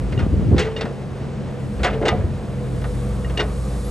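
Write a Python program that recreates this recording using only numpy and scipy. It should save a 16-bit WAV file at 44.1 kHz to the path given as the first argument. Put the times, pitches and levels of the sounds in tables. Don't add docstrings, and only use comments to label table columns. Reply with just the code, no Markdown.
import sys
import numpy as np
from scipy import signal
from scipy.fft import rfft, irfft
from scipy.io import wavfile
from scipy.ndimage import uniform_filter1d

SR = 44100
rng = np.random.default_rng(int(sys.argv[2]) if len(sys.argv) > 2 else 0)


def magnitude_from_level(level_db):
    exponent = np.asarray(level_db, float) / 20
    return 10 ** exponent


def output_pcm(signal):
    pcm = np.clip(np.atleast_2d(signal).T, -1, 1) * 32767
    wavfile.write(sys.argv[1], SR, np.round(pcm).astype(np.int16))


N = 171990
T = np.arange(N) / SR


def curve(rows, col=1):
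    rows = np.array(rows, float)
    return np.interp(T, rows[:, 0], rows[:, col])


def noise():
    return rng.standard_normal(N)


def unit(x):
    return x / np.sqrt(np.mean(x ** 2))


def colour(x, points):
    f = np.arange(N // 2 + 1) * SR / N + 1
    p = np.array(points, float)
    db = np.interp(np.log(f), np.log(p[:, 0]), p[:, 1], left=-80, right=-80)
    return unit(irfft(rfft(x) * magnitude_from_level(db), N))


def band(hz, width):
    f = np.arange(N // 2 + 1) * SR / N
    return unit(irfft(rfft(noise()) / (1 + (2 * (f - hz) / width) ** 2), N))


def walk(rate):
    k = int(SR / rate)
    steps = np.repeat(rng.standard_normal(N // k + 1), k)
    y = uniform_filter1d(uniform_filter1d(steps, k), k)[:N]
    return y / np.std(y)


def tone(hz):
    return np.sin(2 * np.pi * np.cumsum(hz) / SR)


def add(out, s, x):
    i = max(int(s * SR), 0)
    out[..., i:i + x.shape[-1]] += x[..., :N - i]


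def near_spot(modes, spot_hz, db_per_octave):
    return [(hz, db + db_per_octave * abs(np.log2(hz / spot_hz)), t60) for hz, db, t60 in modes]


def ring(modes, t, contact_s, tilt_db, scatter_db):
    hz, db, t60 = np.array(modes, float).T[:, :, None]
    chance, phase = rng.standard_normal((2, len(hz), 1))
    level = magnitude_from_level(db + tilt_db * np.log2(hz / 2500) + scatter_db * chance)
    decay = magnitude_from_level(-60 * t / np.minimum(t60, .6))
    y = (level * np.sin(2 * np.pi * hz * t + 9 * phase) * decay).sum(axis=0)
    return y * (1 - np.exp(-t / contact_s)) / np.max(np.abs(y))


def spread(mid, side):
    return np.array([mid + side, mid - side])


# pitch in Hz, density in dB.
SITE = [(30, -21.5), (140, -3), (200, -14.5), (320, -12), (480, -11.5), (900, -23), (2500, -33.5),
        (9500, -51)]
# time in seconds, level in dB.
HISS = [(0, -56), (1.4, -61), (1.75, -54), (2.0, -57.5), (2.55, -55.5), (2.9, -48.5), (3.4, -50.5),
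        (3.6, -47), (3.8, -45.5), (3.9, -46)]
# pitch in Hz, density in dB.
HISS_COLOUR = [(1800, -35), (3600, -3), (6000, -6.5), (8500, -3), (10000, 1.5), (11600, -9.5),
               (12200, -22.5), (12900, -24)]
SITE_DB, SITE_SIDE_DB, FLICKER_DB, HISS_SIDE_DB = -32, -11.5, 0.8, -20.5


def site():
    rumble = [colour(noise(), SITE) * magnitude_from_level(FLICKER_DB * walk(21.91)) for _ in range(2)]
    hiss = [colour(noise(), HISS_COLOUR) * magnitude_from_level(curve(HISS)) for _ in range(2)]
    dull = signal.butter(8, 5900, fs=SR, output="sos")
    wide = magnitude_from_level(SITE_SIDE_DB) * signal.sosfilt(dull, rumble[1])
    return magnitude_from_level(SITE_DB) * spread(rumble[0], wide) + spread(hiss[0], magnitude_from_level(HISS_SIDE_DB) * hiss[1])


# pitch in Hz, width in Hz, level in dB, side in dB.
TRUCK = [(206, 10, -37.5, -9), (285, 9, -45, -7), (491, 30, -44, -16)]
# time in seconds, level in dB.
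TRUCK_LOAD = [(0, 2.5), (.7, -21), (1.5, 2.5), (2.3, -3.5), (2.7, 2.5), (3.9, 0)]


def truck():
    out, throb = 0, magnitude_from_level(curve(TRUCK_LOAD))
    for hz, width, db, side_db in TRUCK:
        x = band(hz, width) * magnitude_from_level(db) * throb
        loose = 1.35 * magnitude_from_level(db) * band(hz, width)
        out = out + spread(x, magnitude_from_level(side_db) * (0.26 * x + loose))
    return out


# time in seconds, pitch in Hz, level in dB.
FAN = [(0, 488, -46), (1.5, 488, -46), (2.5, 487, -43), (3.2, 489, -42), (3.9, 486, -44)]
# time in seconds, level in dB.
GEAR = [(2.6, -62), (3.0, -50.5), (3.35, -44.5), (3.6, -49)]
# start in seconds, length in seconds, first pitch in Hz, last pitch in Hz, level in dB.
WHISTLES = [
    (.005, 0.048, 11220, 11300, -66),
    (3.814, 0.089, 10500, 11600, -47),
]


def whines():
    out = magnitude_from_level(curve(FAN, col=2) + 3.8 * walk(19)) * tone(curve(FAN) * (1 + 0.00585 * walk(15)))
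    out = out + magnitude_from_level(curve(GEAR)) * band(1150, 240)
    for s, length, start_hz, end_hz, db in WHISTLES:
        u = np.clip((T - s) / length, 0, 1)
        hz = (start_hz + (end_hz - start_hz) * u) * (1 + .006 * walk(90))
        out = out + magnitude_from_level(db + 3 * walk(140)) * np.sin(np.pi * u) * tone(hz)
    return out


# centre in seconds, level in dB, pitch in Hz.
THUMPS = [(.145, -15, 79), (0.1797, -9, 121), (0.212, -17, 290), (0.2302, -8, 75), (0.268, -13, 200),
          (.333, -10, 84), (0.342, -28, 420), (0.366, -15.5, 168), (0.396, -12.5, 188), (0.426, -20, 63.4),
          (0.466, -14, 125), (0.493, -9, 110), (0.516, -8, 200), (0.5319, -1.5, 91), (0.547, -5.5, 300),
          (0.575, -15, 68), (0.846, -17, 185), (1.217, -19.5, 89), (1.811, -17, 66), (2.124, -16, 96.5),
          (2.201, -17, 91), (2.246, -12, 79.5)]
# pitch in Hz, density in dB.
WIND = [(38, -5), (55, 4), (100, 6.5), (180, 1), (320, -9), (900, -45)]
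# time in seconds, level in dB.
BREEZE = [(.1, -26.5), (.55, -18.5), (.75, -40), (1.5, -39.5), (2.2, -25.5), (2.5, -36.5), (3.2, -33.5),
          (3.9, -51)]
THUMP_CYCLES, THUMP_DB, THUMP_SIDE_DB, FLUTTER_DB = 1.08, 0.5, -14.5, -13
OPENING_DB, OPENING_S = -13, .0018


def wind():
    mid, side, gate = np.zeros(N), np.zeros(N), np.zeros(N)
    for s, db, hz in THUMPS:
        a, b = rng.uniform(0, 2 * np.pi, 2)
        u = (T - s) * hz
        shape = magnitude_from_level(db + THUMP_DB) * np.exp(-(u / THUMP_CYCLES) ** 2 * 2)
        gate += shape
        mid += shape * np.cos(2 * np.pi * u + 0.083 * a)
        side += magnitude_from_level(THUMP_SIDE_DB) * shape * np.sin(2 * np.pi * u + b)
    breeze = magnitude_from_level(curve(BREEZE) + 0.86 * walk(14))
    flutter = magnitude_from_level(FLUTTER_DB) * gate * band(267, 276)
    mid += breeze * colour(noise(), WIND) + flutter + magnitude_from_level(OPENING_DB) * np.exp(-T / OPENING_S)
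    side += magnitude_from_level(-6) * breeze * colour(noise(), WIND) + magnitude_from_level(-15) * flutter
    return spread(mid, side)


# start in seconds, peak in dB, pitch in Hz.
THUDS = [
    (.264, -17, 400),
    (.341, -18, 450),
    (.518, -15, 420),
    (.545, -16, 520),
    (1.912, -22, 430),
    (2.0155, -11.5, 380),
    (2.029, -14, 340),
    (2.15, -20, 330),
]
THUD_CYCLES = 5


def thuds():
    out, t = np.zeros(N), T[:SR // 10]
    for s, db, hz in THUDS:
        swing = np.sin(2 * np.pi * hz * t) + 0.25 * np.sin(2 * np.pi * 1.53 * hz * t)
        add(out, s, magnitude_from_level(db - 20 * t * hz / THUD_CYCLES) * swing)
    return out


# pitch in Hz, level in dB, 60 dB decay in seconds.
SHELL = [(384, 5.5, 0.13), (470, 3.5, 0.097), (592, -0.5, 0.18), (725, -4, 0.22), (812, -8, .11),
         (995, -2.5, 0.11), (1222, -1, 0.16), (1570, 1, 0.061), (1700, -7, 0.094), (1981, -3, 0.13),
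         (2140, 0.5, 0.066), (2460, -1.5, 0.069), (2750, -3, 0.12), (3400, -2, 0.073)]
# start in seconds, peak in dB, pitch the spot favours in Hz.
STRIKES = [(.1276, -29, 2140), (.196, -33, 1500), (0.225, -29.5, 1300), (.5806, -20, 2100),
           (0.594, -25, 1900), (.598, -26, 3400), (.612, -25, 2750), (.63, -27, 2140), (.668, -32, 1570),
           (0.7908, -26, 1950), (.852, -32, 1570), (1.8334, -20, 2100), (1.8442, -15, 790),
           (1.849, -13.5, 1900), (1.868, -20, 1981), (1.884, -33, 2300), (1.928, -28, 2440),
           (2.028, -20, 592), (2.057, -18, 470), (2.0823, -12.5, 1950), (2.088, -16, 1150),
           (2.127, -20, 725), (2.8386, -36, 1000), (3.385, -19, 720), (3.397, -18, 1530), (3.436, -27, 720)]


def strikes():
    out, t = np.zeros(N), T[:SR // 4]
    for s, db, spot_hz in STRIKES:
        modes = near_spot(SHELL, spot_hz, -22.5)
        add(out, s, magnitude_from_level(db) * ring(modes, t, contact_s=0.0009, tilt_db=0, scatter_db=3.1))
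    return out * magnitude_from_level(1.24 * walk(140))


# pitch in Hz, level in dB, 60 dB decay in seconds.
PIN = [(1892, 7.5, 0.05), (2839, 2.5, 0.088), (3656, -1, 0.085), (4040, -12, 0.057), (4500, -3.5, 0.063),
       (5270, -2.5, 0.078), (5800, -0.5, 0.043)]
# start in seconds, peak in dB, pitch the spot favours in Hz.
PINS = [
    (0.176, -23, 2800),
    (0.7637, -19.5, 3100),
    (0.809, -20.5, 4000),
    (2.058, -19, 2900),
    (2.081, -9, 3320),
    (3.246, -24, 2190),
    (3.3734, -14, 2900),
    (3.3927, -10.5, 2570),
    (3.404, -16.5, 3970),
]
PIN_DB, PIN_CONTACT_S, PIN_BUZZ_DB = -2, 0.00064, 0


def pins():
    out, t = np.zeros(N), T[:SR // 3]
    for s, db, spot_hz in PINS:
        modes = near_spot(PIN, spot_hz, -22)
        add(out, s, magnitude_from_level(db + PIN_DB) * ring(modes, t, PIN_CONTACT_S, tilt_db=0, scatter_db=0.64))
    return out * magnitude_from_level(PIN_BUZZ_DB * walk(130))


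# start in seconds, level in dB.
HUMS = [
    (.588, -23.5),
    (1.93, -27),
]
HUM_HZ, HUM_T60_S = 443, 2.3


def hums():
    out, t = np.zeros(N), T[:SR // 3]
    for s, db in HUMS:
        swell = np.sin(np.pi * t / t[-1]) ** 0.12 * magnitude_from_level(3 * walk(29.4)[:len(t)])
        add(out, s, magnitude_from_level(db - 60 * t / HUM_T60_S) * np.sin(2 * np.pi * HUM_HZ * t) * swell)
    return out


# start in seconds, peak in dB, bed boom against it in dB,
# 60 dB decay in seconds, tilt in dB per octave.
CRASHES = [(0.121, -27.5, -20, 0.14, -3), (0.188, -21.5, -29, .22, -4), (0.5632, -26, 11, 0.18, -6.5),
           (0.5797, -13.5, -15, 0.084, 3), (0.591, -16.5, 8.5, 0.28, 1.8), (0.646, -31, -10, 0.36, -4),
           (0.7633, -27, 5, 0.3, -2.5), (0.808, -18.5, -5, 0.13, -2.5), (.8525, -23, 0, 0.065, -3),
           (1.7922, -28.5, -7, 0.16, -6.5), (1.8311, -12.5, -7, 0.11, -1.5), (1.843, -12, -1, 0.28, -4),
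           (1.9294, -35, 10, 0.27, -3), (2.0125, -29, 7, 0.39, -10.5), (2.052, -16, -6, 0.35, -3),
           (2.081, -12, 1, 0.083, 4), (2.816, -26, -5, 0.059, -5), (2.8392, -24, -20, 0.098, -4.5),
           (3.2959, -29, -8, 0.12, -4), (3.374, -16, -6, 0.061, 3), (3.397, -11.5, -3, 0.14, -3.5)]
# pitch in Hz, level in dB.
STEEL = [(600, -4), (1000, -7.5), (1600, -0.5), (2300, 2.5), (3400, 3.5), (5000, -3.5), (7200, -4.5),
         (8800, -28)]
# pitch in Hz, level in dB, 60 dB decay in seconds.
BUCKET = [(1475, 8, 0.19), (1870, 8, 0.22), (2270, -28, 0.067), (1260, -5, .14), (4370, -8, 0.17),
          (4510, -31, 0.13)]
BED = [(353, 10, 0.099), (420, 5.5, 0.26), (497, 8, 0.1), (584, 3, 0.035), (804, -6, 0.24)]
CRASH_DB, BUCKET_DB, BOOM_DB, CRASH_RISE_S, TREBLE_FADE, PATCHY_DB = -9, -8.5, -0.5, 0.0023, 0.63, 3.5


def crashes():
    out, t = np.zeros(N), T[:SR // 3]
    bands = []
    for centre_hz, db in STEEL:
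        for hz in (centre_hz * 0.82, centre_hz * 1.118):
            bands.append((hz, db, band(hz, 0.61 * hz) * magnitude_from_level(PATCHY_DB * walk(110))))
    for s, db, boom_db, t60, tilt_db in CRASHES:
        i = min(int(s * SR), N - len(t))
        roar = np.zeros(len(t))
        for hz, band_db, x in bands:
            fade_s = max(t60, .03) * (hz / 2000) ** -TREBLE_FADE
            roar += magnitude_from_level(band_db + tilt_db * np.log2(hz / 2000) - 60 * t / fade_s) * x[i:i + len(t)]
        roar = roar * (1 - np.exp(-t / CRASH_RISE_S)) / 3
        bucket = ring(BUCKET, t, CRASH_RISE_S, tilt_db, scatter_db=3) * magnitude_from_level(-30 * t / t60)
        bed = ring(BED, t, contact_s=0.0021, tilt_db=0, scatter_db=1.2)
        crash = magnitude_from_level(CRASH_DB) * roar + magnitude_from_level(BUCKET_DB) * bucket + magnitude_from_level(boom_db + BOOM_DB) * bed
        add(out, s, magnitude_from_level(db) * crash)
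    return out


def steel():
    dull = signal.butter(6, 10600, fs=SR, output="sos")
    return signal.sosfilt(dull, crashes() + hums() + pins()) * magnitude_from_level([[.1], [-.1]])


# time in seconds, sixth-order tone in Hz, level in dB.
ENGINE = [(0, 131, -31), (.9, 135, -32.5), (1.4, 133.5, -30), (1.7, 127, -29), (2.05, 134.5, -28),
          (2.4, 134, -28), (2.62, 126.5, -28.5), (3.22, 123.5, -27), (3.4, 130, -28), (3.6, 126.5, -28),
          (3.9, 127.5, -30)]
# order, level against the sixth in dB.
ORDERS_DB = [(2, -11), (3, -11.5), (4, -7), (5, -16), (6, -1.5), (8, -11), (9, -11.5), (10, -11.5)]
# time in seconds, pitch in Hz, level in dB.
DRONE = [(0, 50.3, -22), (.12, 55.35, -25), (1.5, 58, -51), (1.85, 57.7, -24), (2.3, 57.4, -45),
         (2.65, 54.8, -31), (2.9, 54, -25.5), (3.4, 57, -25), (3.9, 55, -25.5)]
ORDER_WOBBLE_DB, SPEED_JITTER = 1.3, .003


def excavator():
    turn = 2 * np.pi * np.cumsum(curve(ENGINE) * (1 + SPEED_JITTER * walk(12))) / SR / 6
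    orders = np.zeros(N)
    for k, db in ORDERS_DB:
        orders += magnitude_from_level(db + ORDER_WOBBLE_DB * walk(6.34)) * np.sin(int(round(k)) * turn + k * k)
    drone = magnitude_from_level(curve(DRONE, col=2) + 0.71 * walk(7.9)) * tone(curve(DRONE) * (1 + 0.01333 * walk(8.63)))
    return np.sqrt(2) * (orders * magnitude_from_level(curve(ENGINE, col=2)) + drone)


# pitch in Hz, lead of left over right in radians.
PORTS = [(0, 0), (3000, .8), (5300, .8), (6300, 0), (7500, 0), (7900, .6), (8600, 0), (9250, -1.6),
         (10300, -3.14), (11700, -6.28)]


def scene():
    far = site() + truck() + whines() + thuds() + strikes() + steel() + excavator()
    f, p = np.arange(N // 2 + 1) * SR / N, np.array(PORTS, float)
    lead = np.exp(.5j * np.interp(f, p[:, 0], p[:, 1]))
    return irfft(rfft(far) * np.array([lead, 1 / lead]), N) + wind()


def roll_off(x):
    return signal.sosfilt(signal.butter(12, 12650, fs=SR, output="sos"), x)


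def record(dry):
    x = signal.sosfilt(signal.butter(4, 42, "high", fs=SR, output="sos"), dry)
    x = np.tanh(1.076 * x) / 1.136
    x = signal.sosfilt(signal.butter(10, 12700, fs=SR, output="sos"), x)
    return roll_off(x)


dry = scene()
out = record(dry)
output_pcm(out)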